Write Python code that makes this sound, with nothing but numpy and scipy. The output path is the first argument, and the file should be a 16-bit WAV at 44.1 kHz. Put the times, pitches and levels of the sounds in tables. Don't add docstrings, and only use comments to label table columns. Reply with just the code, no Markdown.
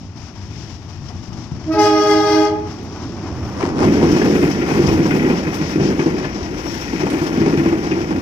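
import sys
import numpy as np
from scipy import signal
from scipy.fft import rfft, irfft, next_fast_len
from scipy.io import wavfile
from scipy.ndimage import uniform_filter1d, map_coordinates

SR = 44100
rng = np.random.default_rng(int(sys.argv[2]) if len(sys.argv) > 2 else 0)


def pcm_store(signal):
    levels = np.round(np.clip(np.atleast_2d(signal), -1, 1) * 32767)
    wavfile.write(sys.argv[1], SR, levels.astype(np.int16).T)


N = 362061
TIME = np.arange(N) / SR
TOP_HZ = 15500


def undb(db):
    return 10 ** (np.asarray(db) / 20)


def unit(x):
    return x / np.sqrt(np.mean(x ** 2))


def curve(rows):
    return np.interp(TIME, *np.transpose(rows))


def at(points, hz):
    f, value = np.transpose(points)
    return np.interp(np.log(np.maximum(hz, 1)), np.log(f), value)


def outline(points, f):
    low_cut = np.minimum(f / points[0][0], 1)
    return undb(at(points, f)) * low_cut / (1 + (f / points[-1][0] / 2.0) ** 4)


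def shape(x, response):
    size = next_fast_len(N + 8192)
    return irfft(rfft(x, size) * response(np.fft.rfftfreq(size, 1 / SR)), size)[..., :N]


def colour(x, points):
    return unit(shape(x, lambda f: outline(points, f)))


def walk(rate):
    size = max(int(SR / rate), 2)
    held = np.repeat(rng.standard_normal(N // size + 2), size)[rng.integers(size):]
    return unit(uniform_filter1d(uniform_filter1d(held, size), size)[:N])


# f/Hz, likeness [0-1]
LIKENESS = [(60, 0.86), (130, 0.83), (300, 1), (640, 0.74), (1400, 0.92), (3000, 0), (15000, 0.0012)]


def wide_noise(points):
    f = np.fft.rfftfreq(next_fast_len(N + 8192), 1 / SR)
    likeness = np.clip(at(LIKENESS, f), 0, .99)
    noise = rng.standard_normal((2, len(f))) + 1j * rng.standard_normal((2, len(f)))
    mid, side = np.sqrt([1 + likeness, 1 - likeness]) * noise
    return unit(irfft(np.array([mid + side, mid - side]) * outline(points, f))[:, :N])


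def blows(rows, t60, rise):
    power, t = np.zeros(N + SR), TIME[:SR // 2]
    one = ((1 - np.exp(-t / rise)) * np.exp(-np.log(1000) * t / t60)) ** 2
    for s, db in rows:
        start = int(s * SR)
        power[start:start + len(t)] += undb(db) ** 2 * one
    return np.sqrt(power[:N])


def strikes(rows, modes, scatter_db, detune, push):
    out, t = np.zeros(N + SR), TIME[:SR // 3]
    hz, db, t60 = np.transpose(modes)[:, :, None]
    for s, blow_db in rows:
        size, tune, turn = rng.standard_normal((3, len(modes), 1))
        decay = undb(db + scatter_db * size) * np.exp(-np.log(1000) * t / t60)
        rings = decay * np.sin(2 * np.pi * (hz * (1 + detune * tune) * t + turn))
        ring = rings.sum(0) * (1 - np.exp(-t / push))
        start = int(s * SR)
        out[start:start + len(t)] += undb(blow_db) * ring / ring[:SR // 40].std()
    return out[:N]


def grains(rate, spread_db):
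    falls = (rng.random(N) < rate / SR) * rng.choice([-1, 1], N)
    return unit(falls * undb(spread_db * np.minimum(rng.exponential(size=N), 3)))


# f/Hz, relative level/dB
EXHAUST = [(20, -27), (35, -21), (50, -14), (70, -6.5), (88, 1), (120, -5), (170, -9), (240, -11.5),
           (450, -29.5)]


def diesel(firing_hz=58, scatter_db=9.0, wash=2.0):
    turns = np.cumsum(firing_hz * (1 + .04 * walk(30))) / SR
    pulses = np.diff(np.floor(turns), prepend=0) * undb(scatter_db * rng.uniform(-1.3, 1, N))
    boom = colour(pulses - pulses.mean(), EXHAUST)
    return unit(boom + wash * wide_noise(EXHAUST)) * undb(1.2 * walk(9))


# middle t/s, half length/s, level/dB
SWELLS = [(4.915, 0.09, -22.5)]
ABREAST_S, NEARBY_S = 3.98, 0.33
ENGINE_FAR_DB, ENGINE_NEAR_DB = -33, -26


def engine_gain():
    close = undb(ENGINE_NEAR_DB) / np.hypot(1, (TIME - ABREAST_S) / NEARBY_S)
    swells = sum(undb(db) * np.exp(-((TIME - s) / half) ** 2) for s, half, db in SWELLS)
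    return np.sqrt(undb(ENGINE_FAR_DB) ** 2 + close ** 2 + swells ** 2)


def roar_swell():
    return 1.0 * walk(20)


# start t/s, length/s, relative level/dB
CROSSINGS = [(1.288, 0.82, -40.5), (3.554, 0.074, -29), (3.77, 0.72, -17.5), (4.706, 0.69, -19),
             (5.45, .24, -26), (5.74, 0.18, -16), (6.07, 0.16, -21), (6.994, 0.16, -18.5),
             (7.245, 0.13, -20), (7.432, 0.36, -19.5), (7.82, 0.19, -25), (8.077, .2, -18.5)]
CROSSING_ATTACK_S, CROSSING_RELEASE_S = 0.044, 0.057


def crossing():
    gain = np.zeros(N)
    for start, length, db in CROSSINGS:
        build = np.clip((TIME - start) / CROSSING_ATTACK_S, 0, 1)
        decay = np.exp(-np.maximum(TIME - start - length, 0) / CROSSING_RELEASE_S)
        gain += undb(db) * build * decay
    return gain


# f/Hz, relative level/dB
RUMBLE = [(25, -29), (40, -36), (60, -16.5), (110, -15), (165, -2.5), (230, -1), (325, 2.5), (400, -5),
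          (500, -10.5), (620, -19), (1000, -32.5)]
ROAR = [(330, -7.5), (520, -1), (750, 3.5), (980, 1), (1300, -3), (1800, -15), (3000, -42)]
RUSH = [(900, -38), (1350, 3), (1600, 7.5), (1900, 6), (2150, 7), (2500, 1.5), (2800, -0.5), (3200, -3),
        (3900, -19.5), (5000, -48), (8000, -51)]
HISS = [(3000, -0.5), (4200, -3.5), (4900, 2), (5550, 6), (6200, -1.5), (7100, -8.5), (8500, -25),
        (12000, -28.5), (15000, -49)]
GRIT = [(6000, 7), (8000, -1), (10000, -1), (12000, -6), (13800, 3), (15300, -2)]


def rolling(roar_db, rush_db, rattle_db=2.5, rattle=0.62, hiss_slope=0.43, rumble_slope=1.573,
            grit_slope=1.21):
    chance = rng.random((300, 2))
    knock_db = -rattle_db * np.log(0.035 + chance[:, 1])
    knocks = blows(zip(chance[:, 0] * TIME[-1], knock_db), t60=0.13, rise=0.0017)
    shake, uneven = 1 + rattle * (unit(knocks) - 1) / 2, crossing()
    rails, wheels = roar_db - roar_db.max(), rush_db - rush_db.max()
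    rumble_gain = np.hypot(undb(-17.5 + rumble_slope * rails), undb(-2.0) * uneven)
    rumble = wide_noise(RUMBLE) * rumble_gain * undb(0.98 * walk(17))
    roar_gain = np.hypot(undb(roar_db + 2), undb(-18.5) * uneven)
    roar = wide_noise(ROAR) * roar_gain * undb(roar_swell())
    rush_gain = np.hypot(undb(rush_db - 1.0), undb(-25.0) * uneven)
    rush = wide_noise(RUSH) * rush_gain * undb(0.58 * walk(25))
    hiss = wide_noise(HISS) * undb(-39.0 + hiss_slope * wheels + 1.54 * walk(24))
    grit = wide_noise(GRIT) * undb(-44.5 + grit_slope * wheels + 2.0 * walk(10))
    return rumble + shake * (roar + rush + hiss + grit)


def ground_dip(x, dip_hz=495, octaves=.22, depth=.5):
    far = np.clip((3.5 - TIME) / 0.5, 0, 1)

    def band(f):
        return depth * np.exp(-(np.log2(np.maximum(f, 1) / dip_hz) / octaves) ** 2)
    return x - far * shape(x, band)


# f/Hz, relative level/dB, t60/s at a joint (clatter damps them more)
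WHEEL = [(1134, -18, 0.041), (1403, 8, 0.22), (1730, 6, 0.15), (1955, 5.5, 0.28), (2170, 8.5, 0.046),
         (2342, 3, 0.11), (2509, 5, 0.25), (2870, -8, 0.045), (3410, -2.5, 0.041)]
# f/Hz, relative level/dB
CLANK = [(300, 10), (600, 19.5), (950, 19.5), (1400, 9.5), (2400, 0.5), (3700, -7), (5500, -0.5),
         (8000, -16.5), (15000, -31)]
# middle t/s, half length/s, level/dB
DIPS = [(3.637, 0.067, -24.5), (3.822, 0.059, -21.5), (4.038, 0.025, -22.5), (4.72, 0.045, -25.5),
        (6.667, 0.022, -31), (7.075, 0.022, -26.5)]


def clatter(rush_db, chatter_db=-4):
    t = TIME[:SR // 4]
    hz, db, t60 = np.transpose(WHEEL)[:, :, None]
    chatter = np.zeros((2, N))
    for wheel in range(4):
        tune, turn = rng.standard_normal((2, len(WHEEL), 1))
        decay = undb(db) * np.exp(-np.log(1000) * t / (t60 * 0.2))
        ring = (decay * np.sin(2 * np.pi * (hz * (1 + 0.018 * tune) * t + turn))).sum(0)
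        chatter[wheel % 2] += signal.fftconvolve(grains(rate=40, spread_db=2.5), ring)[:N]
    dips = sum(undb(level) * np.exp(-((TIME - s) / half) ** 2) for s, half, level in DIPS)
    stones = grains(rate=900, spread_db=2.0)
    plates = [0.98 * grains(rate=1100, spread_db=8.5) for _ in range(2)]
    crunch = colour(stones + np.array(plates), CLANK)
    return unit(chatter) * undb(rush_db + chatter_db) + dips * crunch


# middle t/s, half length/s, hiss level/dB
RUBS = [(0.647, 0.087, -46), (3.01, 0.13, -46), (4.194, 0.24, -38.5), (4.81, 0.24, -41.5),
        (5.674, 0.056, -37), (5.856, 0.042, -37), (6.713, 0.039, -40), (6.852, 0.037, -43),
        (7.015, .016, -39)]


def rubbing():
    return sum(undb(db) / (1 + ((TIME - s) / half) ** 2) for s, half, db in RUBS)


# start t/s, length/s, first f/Hz, last f/Hz, relative level/dB
SQUEALS = [(5.6, .15, 5500, 5520, -49), (6.27, .22, 5635, 5610, -46), (6.54, .055, 5770, 5750, -46),
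           (6.52, .42, 5610, 5585, -45), (6.665, .08, 5570, 5600, -38), (6.8, .11, 5605, 5590, -44),
           (6.995, .04, 5780, 5760, -44), (7.912, .028, 2560, 2460, -34)]


def rim_song():
    song = np.zeros(N)
    waver, fits = 1 + .0013 * walk(300), undb(2 * walk(60))
    for s, length, from_hz, to_hz, db in SQUEALS:
        on = (TIME > s) & (TIME < s + length)
        along = (TIME[on] - s) / length
        turns = np.cumsum((from_hz + (to_hz - from_hz) * along) * waver[on]) / SR
        song[on] += undb(db) * np.sqrt(np.sin(np.pi * along)) * np.sin(2 * np.pi * turns)
    return song * fits + rubbing() * undb(2.0 * walk(30)) * wide_noise(HISS)


# t/s, boom level/dB, clank level/dB
THUMPS = [(1.01, -27, -42), (1.085, -39, -34), (1.146, -26.5, -41), (1.277, -25, -45), (1.315, -26, -38),
          (1.36, -26.5, -43), (1.515, -20, -51)]


def thumps():
    dull = wide_noise([(50, -13), (90, 3), (130, 2.5), (170, -4.0), (240, -9), (340, -16.5), (450, -37)])
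    boom = blows([(s, db) for s, db, _ in THUMPS], t60=0.31, rise=0.0039) * dull
    return boom + blows([(s, db) for s, _, db in THUMPS], t60=0.23, rise=0.0061) * wide_noise(CLANK)


# t/s, relative level/dB, relative top treble level/dB
TICKS = [(1.084, -32.5, -69.5), (1.328, -34.5, -64), (2.829, -46, -53), (4.0322, -29, -44),
         (4.115, -20.5, -38), (4.511, -21.5, -52.5), (4.864, -19, -39), (5.5408, -30, -33.5),
         (6.8069, -30, -41), (7.2649, -23.5, -42)]
# f/Hz, relative level/dB
TICK = [(1500, -47), (3000, 7), (4000, -2.5), (5500, 11), (7000, -6), (9000, -37), (15000, -36)]


def ticks(tick_db=-7, top_db=-2):
    body = blows([(s, db + tick_db) for s, db, _ in TICKS], t60=0.12, rise=0.0012)
    top = blows([(s, db + top_db) for s, _, db in TICKS], t60=0.19, rise=0.0015)
    return body * wide_noise(TICK) + top * wide_noise(GRIT)


KNOCKS_PER_S, KNOCK_SPREAD_DB = 8, 5.5


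def axle_knocks():
    chance = rng.random((int(KNOCKS_PER_S * TIME[-1]), 2))
    index = (chance[:, 0] * (N - 1)).astype(int)
    db = 20 * np.log10(crossing()[index] + 1e-6) + KNOCK_SPREAD_DB * (2 * chance[:, 1] - 1)
    return [(s, level) for s, level in zip(TIME[index], db) if level > -50]


# t/s, relative levels/dB of thud, clank, disc ring and crack
JOINTS = [(3.603, -23.5, -24, -32.5), (3.623, -6, -36, -29), (3.815, -14, -26, -37), (3.865, -4, -36, -34),
          (3.945, -6, -39, -51), (4.026, 1, -20, -36), (4.16, -6, -18.5, -28), (4.214, -2.5, -20, -24),
          (4.251, -3, -22, -32), (4.321, -7, -40, -32.5), (4.427, -2, -23, -28), (4.554, -10, -34, -43),
          (4.615, -7.5, -35, -25), (4.697, -6, -24, -29), (4.789, 0.5, -36, -44), (4.836, -5.5, -25, -36),
          (4.883, -2, -19.5, -28), (4.996, -8, -28, -44.5), (5.054, -9, -20, -41), (5.107, -4, -23, -21.5),
          (5.152, -4, -37, -39), (5.192, -20, -35, -25.5), (5.245, -4, -32, -26), (5.298, -3.5, -22, -25.5),
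          (5.468, -7.5, -30.5, -27.5), (5.525, -19.5, -37, -38), (5.612, -9.5, -24, -33),
          (5.755, -3.5, -38, -47), (5.798, 0, -26.5, -33), (5.885, -10.5, -41, -42),
          (5.991, -2.5, -21, -24), (6.059, 0.5, -21.5, -34.5), (6.165, -16, -38, -53),
          (6.243, -9, -26.5, -26), (6.359, -12.5, -31, -42), (6.926, -7.5, -29, -40.5),
          (7.0, -9.5, -22, -29), (7.039, -10, -27.5, -41), (7.214, -4, -24, -33), (7.26, -13, -22.5, -31.5),
          (7.41, -1, -25.5, -39), (7.459, 0, -20, -34), (7.524, -5, -29, -32), (7.572, -3, -32, -28.5),
          (7.656, -2.5, -22.5, -30), (7.722, -3, -23.5, -32), (7.832, -12.5, -25.5, -40),
          (7.912, -6, -36, -27.5), (7.961, -7.5, -28, -45), (8.105, -16, -23.5, -34)]
# f/Hz, relative level/dB, t60/s
BOGIE = [(82.5, -11.5, 0.13), (153.7, 1, 0.19), (194.7, -7, 0.41), (224, 2, 0.057), (276.5, 1, 0.15),
         (309.5, 2.5, 0.15), (346.5, 2, 0.24), (372, -6, 0.19), (401.6, -3, 0.22), (463, -9, 0.26)]


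def joints(thud_db=-11.5, clank_db=-1, crack_db=-1, ring_db=-8, knock_thud_db=-1.0, knock_clank_db=-16):
    light = axle_knocks()
    thud_rows = [(s, db + thud_db) for s, db, _, _ in JOINTS]
    thud_rows += [(s, db + knock_thud_db) for s, db in light]
    thuds = strikes(thud_rows, BOGIE, scatter_db=4, detune=0.03, push=0.0024)
    clank_rows = [(s, db + clank_db) for s, _, db, _ in JOINTS]
    clank_rows += [(s, db + knock_clank_db) for s, db in light]
    clanks = blows(clank_rows, t60=0.17, rise=0.002)
    cracks = blows([(s, db + crack_db) for s, _, _, db in JOINTS], t60=.13, rise=.002)
    ring_rows = [(s, db + ring_db) for s, _, _, db in JOINTS]
    rings = strikes(ring_rows, WHEEL, scatter_db=9, detune=0.0208, push=0.00084)
    return thuds + clanks * wide_noise(CLANK) + rings + cracks * wide_noise(RUSH)


# t/s, ratio (each horn raises it to its own power)
HORN_BEND = [(1.65, 1.0), (1.77, 1.013), (1.83, 1.005), (1.92, 1.0), (2.2, .999), (2.4, .999), (2.5, 1.005),
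             (2.56, 1.011), (2.65, 1.008)]
# t/s, relative level/dB
HORN_LEVEL = [(1.72, 0), (1.86, 1.2), (1.96, -0.8), (2.12, 0.7), (2.22, -1.4), (2.31, 0.3), (2.46, -1.0)]
# t/s, lag/s
GROUND_LAG = [(1.5, .0014), (2.14, .0018), (3, .0023)]
# f/Hz, share [0-1]
GROUND_SHARE = [(420, 0), (830, .38), (1700, .45), (5000, .3)]
STALL_S, FLUTTER_PER_S, FLUTTER_DB = 2.685, 28, 3.2


def horn(hz, bell, opens, shuts, attack, release, bend, sag, bloom=0.97):
    out, on = np.zeros((2, N)), (TIME > 1.5) & (TIME < 3)
    t = TIME[on]
    turns = np.cumsum(hz * curve(HORN_BEND) ** bend * (1 + .0016 * walk(400)))[on] / SR
    turns -= np.interp(2.155, t, turns)
    pressure = np.clip((t - opens) / attack, 0, 1) * np.exp(-np.maximum(t - shuts, 0) / release)
    pressure *= np.interp(t, [1.74, 1.8], [1, 1 - sag])
    pressure *= np.clip((STALL_S - t) / 0.013, 0, 1)
    lag = curve(GROUND_LAG)[on]
    knots = np.arange(t[0], t[-1], 1 / FLUTTER_PER_S)
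    blast = undb(curve(HORN_LEVEL) + .6 * walk(30))[on]
    for k in range(1, int(TOP_HZ / hz)):
        share = at(GROUND_SHARE, k * hz)
        comb = unit(np.sqrt(1 + share ** 2 + 2 * share * np.cos(2 * np.pi * k * hz * lag)))
        waver = np.interp(t, knots, rng.standard_normal(len(knots)))
        flutter = undb(FLUTTER_DB * min(k / 10, 1) * waver)
        swell = pressure ** (max(k - .5, 1) ** bloom)
        tone = undb(at(bell, k)) * swell * np.sin(2 * np.pi * (k * turns + (k > 2) * rng.random()))
        brassy = blast ** (k ** (1 / 4))
        out[:, on] += tone * flutter * brassy * np.array([comb, np.ones_like(comb)])
    return np.sqrt(2) * out


# f/Hz, relative level/dB
ECHO = [(310, -16), (420, -12), (830, -7), (1250, -7), (2100, -1.5), (5500, 0), (8000, -4), (15000, -5)]
FLAT_LEAST, FLAT_MOST = .003, .04
ECHO_LAG_S, PORT_LAG_S = .04, .0004


def house_fronts(x, count=28):
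    out, on = np.zeros((2, N)), (TIME > 1.6) & (TIME < 3)
    t = TIME[on]
    for i, (slant, far, side, sign) in enumerate(rng.random((count, 4))):
        flat = FLAT_LEAST + (FLAT_MOST - FLAT_LEAST) * ((i + slant) / count) ** 2
        lag = ECHO_LAG_S * far + flat * (t - t[0])
        for port, way in enumerate((-1, 1)):
            heard = t - lag + way * (side - .5) * PORT_LAG_S
            out[port, on] += np.sign(sign - .5) * np.interp(heard, TIME, x)
    return shape(out / np.sqrt(count), lambda f: undb(at(ECHO, f)))


def surroundings(x, t60, delay):
    t = TIME[:SR]
    tail = rng.standard_normal((2, SR)) * (1 - np.exp(-t / delay)) * np.exp(-np.log(1000) * t / t60)
    dull = signal.sosfilt(signal.butter(1, 2600, fs=SR, output="sos"), tail)
    tail = dull + (tail - dull) * np.exp(-t / 0.003)
    return signal.fftconvolve(x[None], tail / np.sqrt(np.sum(tail ** 2) / 2), axes=1)[:, :N]


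# overtone multiple, relative level/dB
LOW_BELL = [(1, 3), (2, -7.5), (3, -16), (4, -13.5), (5, -16.5), (6, -25), (7, -26.5), (10, -37.5),
            (17, -26.5), (24, -52)]
HIGH_BELL = [(1, -5), (2, -6), (3, -12), (4, -22), (5, -22), (6, -30.5), (7, -31), (8, -27), (9, -34),
             (10, -33.5), (11, -27), (12, -28), (13, -25), (14, -28), (17, -41.5), (20, -47.5), (28, -54),
             (37, -53)]
# f/Hz, left minus right level/dB
AHEAD = [(300, -3.5), (600, -2.5), (850, 2), (1250, -5.5), (1700, -2.5), (15000, -2)]
LOW_HZ, MATE_HZ, HIGH_HZ = 317, 312, 416.2


def horns(echo_db=-18):
    low = undb(-21.5) * horn(LOW_HZ, LOW_BELL, opens=1.65, shuts=2.48, attack=0.071, release=0.07,
                             bend=1.7, sag=.1)
    mate = undb(-24.0) * horn(MATE_HZ, LOW_BELL, opens=1.654, shuts=2.48, attack=0.075, release=0.13,
                              bend=0, sag=.1)
    high = undb(-14.0) * horn(HIGH_HZ, HIGH_BELL, opens=1.724, shuts=2.455, attack=0.066, release=0.15,
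                              bend=.9, sag=0)
    ahead, sideways = low + mate + high
    direct = np.array([ahead, np.roll(ahead, 3)])
    direct = shape(direct, lambda f: undb(np.array([at(AHEAD, f), -at(AHEAD, f)]) / 2))
    echoes = house_fronts(sideways)
    scattered = surroundings(sideways + echoes[0], t60=0.65, delay=0.026)
    return direct + echoes + undb(echo_db) * scattered


def horn_air(air_db=-35):
    valve = curve([(1.71, 0), (1.82, 1), (2.42, 1), (2.52, .25), (2.62, 0)])
    blast = valve * undb(2 * curve(HORN_LEVEL) + 1.5 * walk(35))
    air = wide_noise([(250, -8), (365, 11), (500, -8), (900, -5), (1500, -7), (2700, -16), (4000, -19),
                      (5500, -7), (7500, -28), (15000, -47)])
    return undb(air_db) * blast * air


# f/Hz, relative level/dB
DRAUGHT = [(25, -10), (45, 17), (70, 14), (140, -30), (250, -35)]


def draught(draught_db=-40.5, builds_s=1.4):
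    build = np.clip((TIME - ABREAST_S) / builds_s, 0, 1)
    return wide_noise(DRAUGHT) * build * undb(draught_db + 2 * walk(4.7))


# t/s, level/dB
SCRATCH = [(7.1, -23), (7.128, -29)]


def scratch():
    noise = wide_noise([(1500, 7), (3000, 4.5), (7000, -2), (11000, -6), (14000, -20)])
    return blows(SCRATCH, t60=0.1, rise=0.00091) * noise * np.array([[.15], [1]])


# f/Hz, left minus right level/dB
EARS = [(60, 0.7), (200, -.5), (380, 1), (700, 0.3), (1290, 5), (2380, 11), (3300, 14.7), (4200, 20.7),
        (5700, 25), (7500, 15.8), (10000, 2.66), (12500, 7.94), (15000, 20)]


def ports(x):
    def response(f):
        ratio, likeness = undb(at(EARS, f)), np.clip(at(LIKENESS, f), 0, 1)
        gains = np.array([ratio, np.ones_like(f)])
        return 2 * gains / np.sqrt(1 + ratio ** 2 + 2 * likeness * ratio)
    return shape(x, response)


# t/s, relative rail roar level/dB, relative wheel rush level/dB
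FAR = [(0.0, -50.5, -59.5), (0.676, -47, -51), (0.794, -50, -57.5), (1.13, -49, -55), (1.55, -46.5, -56)]
NEAR = [(2.75, -42, -47.5), (2.9, -40, -52), (3.4, -38.5, -46), (3.73, -35, -48), (3.85, -31.5, -33),
        (4.0, -31.5, -35), (4.42, -32.5, -31.5), (5.27, -33, -35), (5.47, -36.5, -37), (5.9, -35.5, -36.5),
        (6.46, -38.5, -41.5), (6.62, -37.5, -39), (6.93, -38, -37.5), (7.16, -37, -36.5), (7.52, -35, -35),
        (8.21, -37.5, -41)]


def scene():
    chord = horns() + horn_air()
    passage = np.vstack([FAR, NEAR])
    roar_db, rush_db = [np.interp(TIME, passage[:, 0], column) for column in passage.T[1:]]
    train = diesel() * engine_gain() + draught()
    train = train + ground_dip(rolling(roar_db, rush_db) + thumps())
    train = train + clatter(rush_db) + ticks() + rim_song() + joints()
    pan_db = curve([(0, 3), (1.3, 5.5), (2.2, -0.5), (2.8, -0.5), (5.5, -0.5), (6.7, 2.5), (8.21, -0.5)])
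    lag_samples = curve([(0, -3), (3.2, -3), (3.8, 9), (8.21, 12)])
    left = map_coordinates(train[0], [np.arange(N) - lag_samples], order=3)
    train = np.array([left, train[1]]) * undb(np.array([pan_db, -pan_db]) / 2)
    return ports(train + chord) + scratch()


def record(dry):
    rounded = dry / (1 + (dry / .88) ** 8) ** (1 / 8)
    return signal.sosfilt(signal.ellip(10, .2, 80, TOP_HZ, fs=SR, output="sos"), rounded)


dry = scene()
out = record(dry)
pcm_store(out)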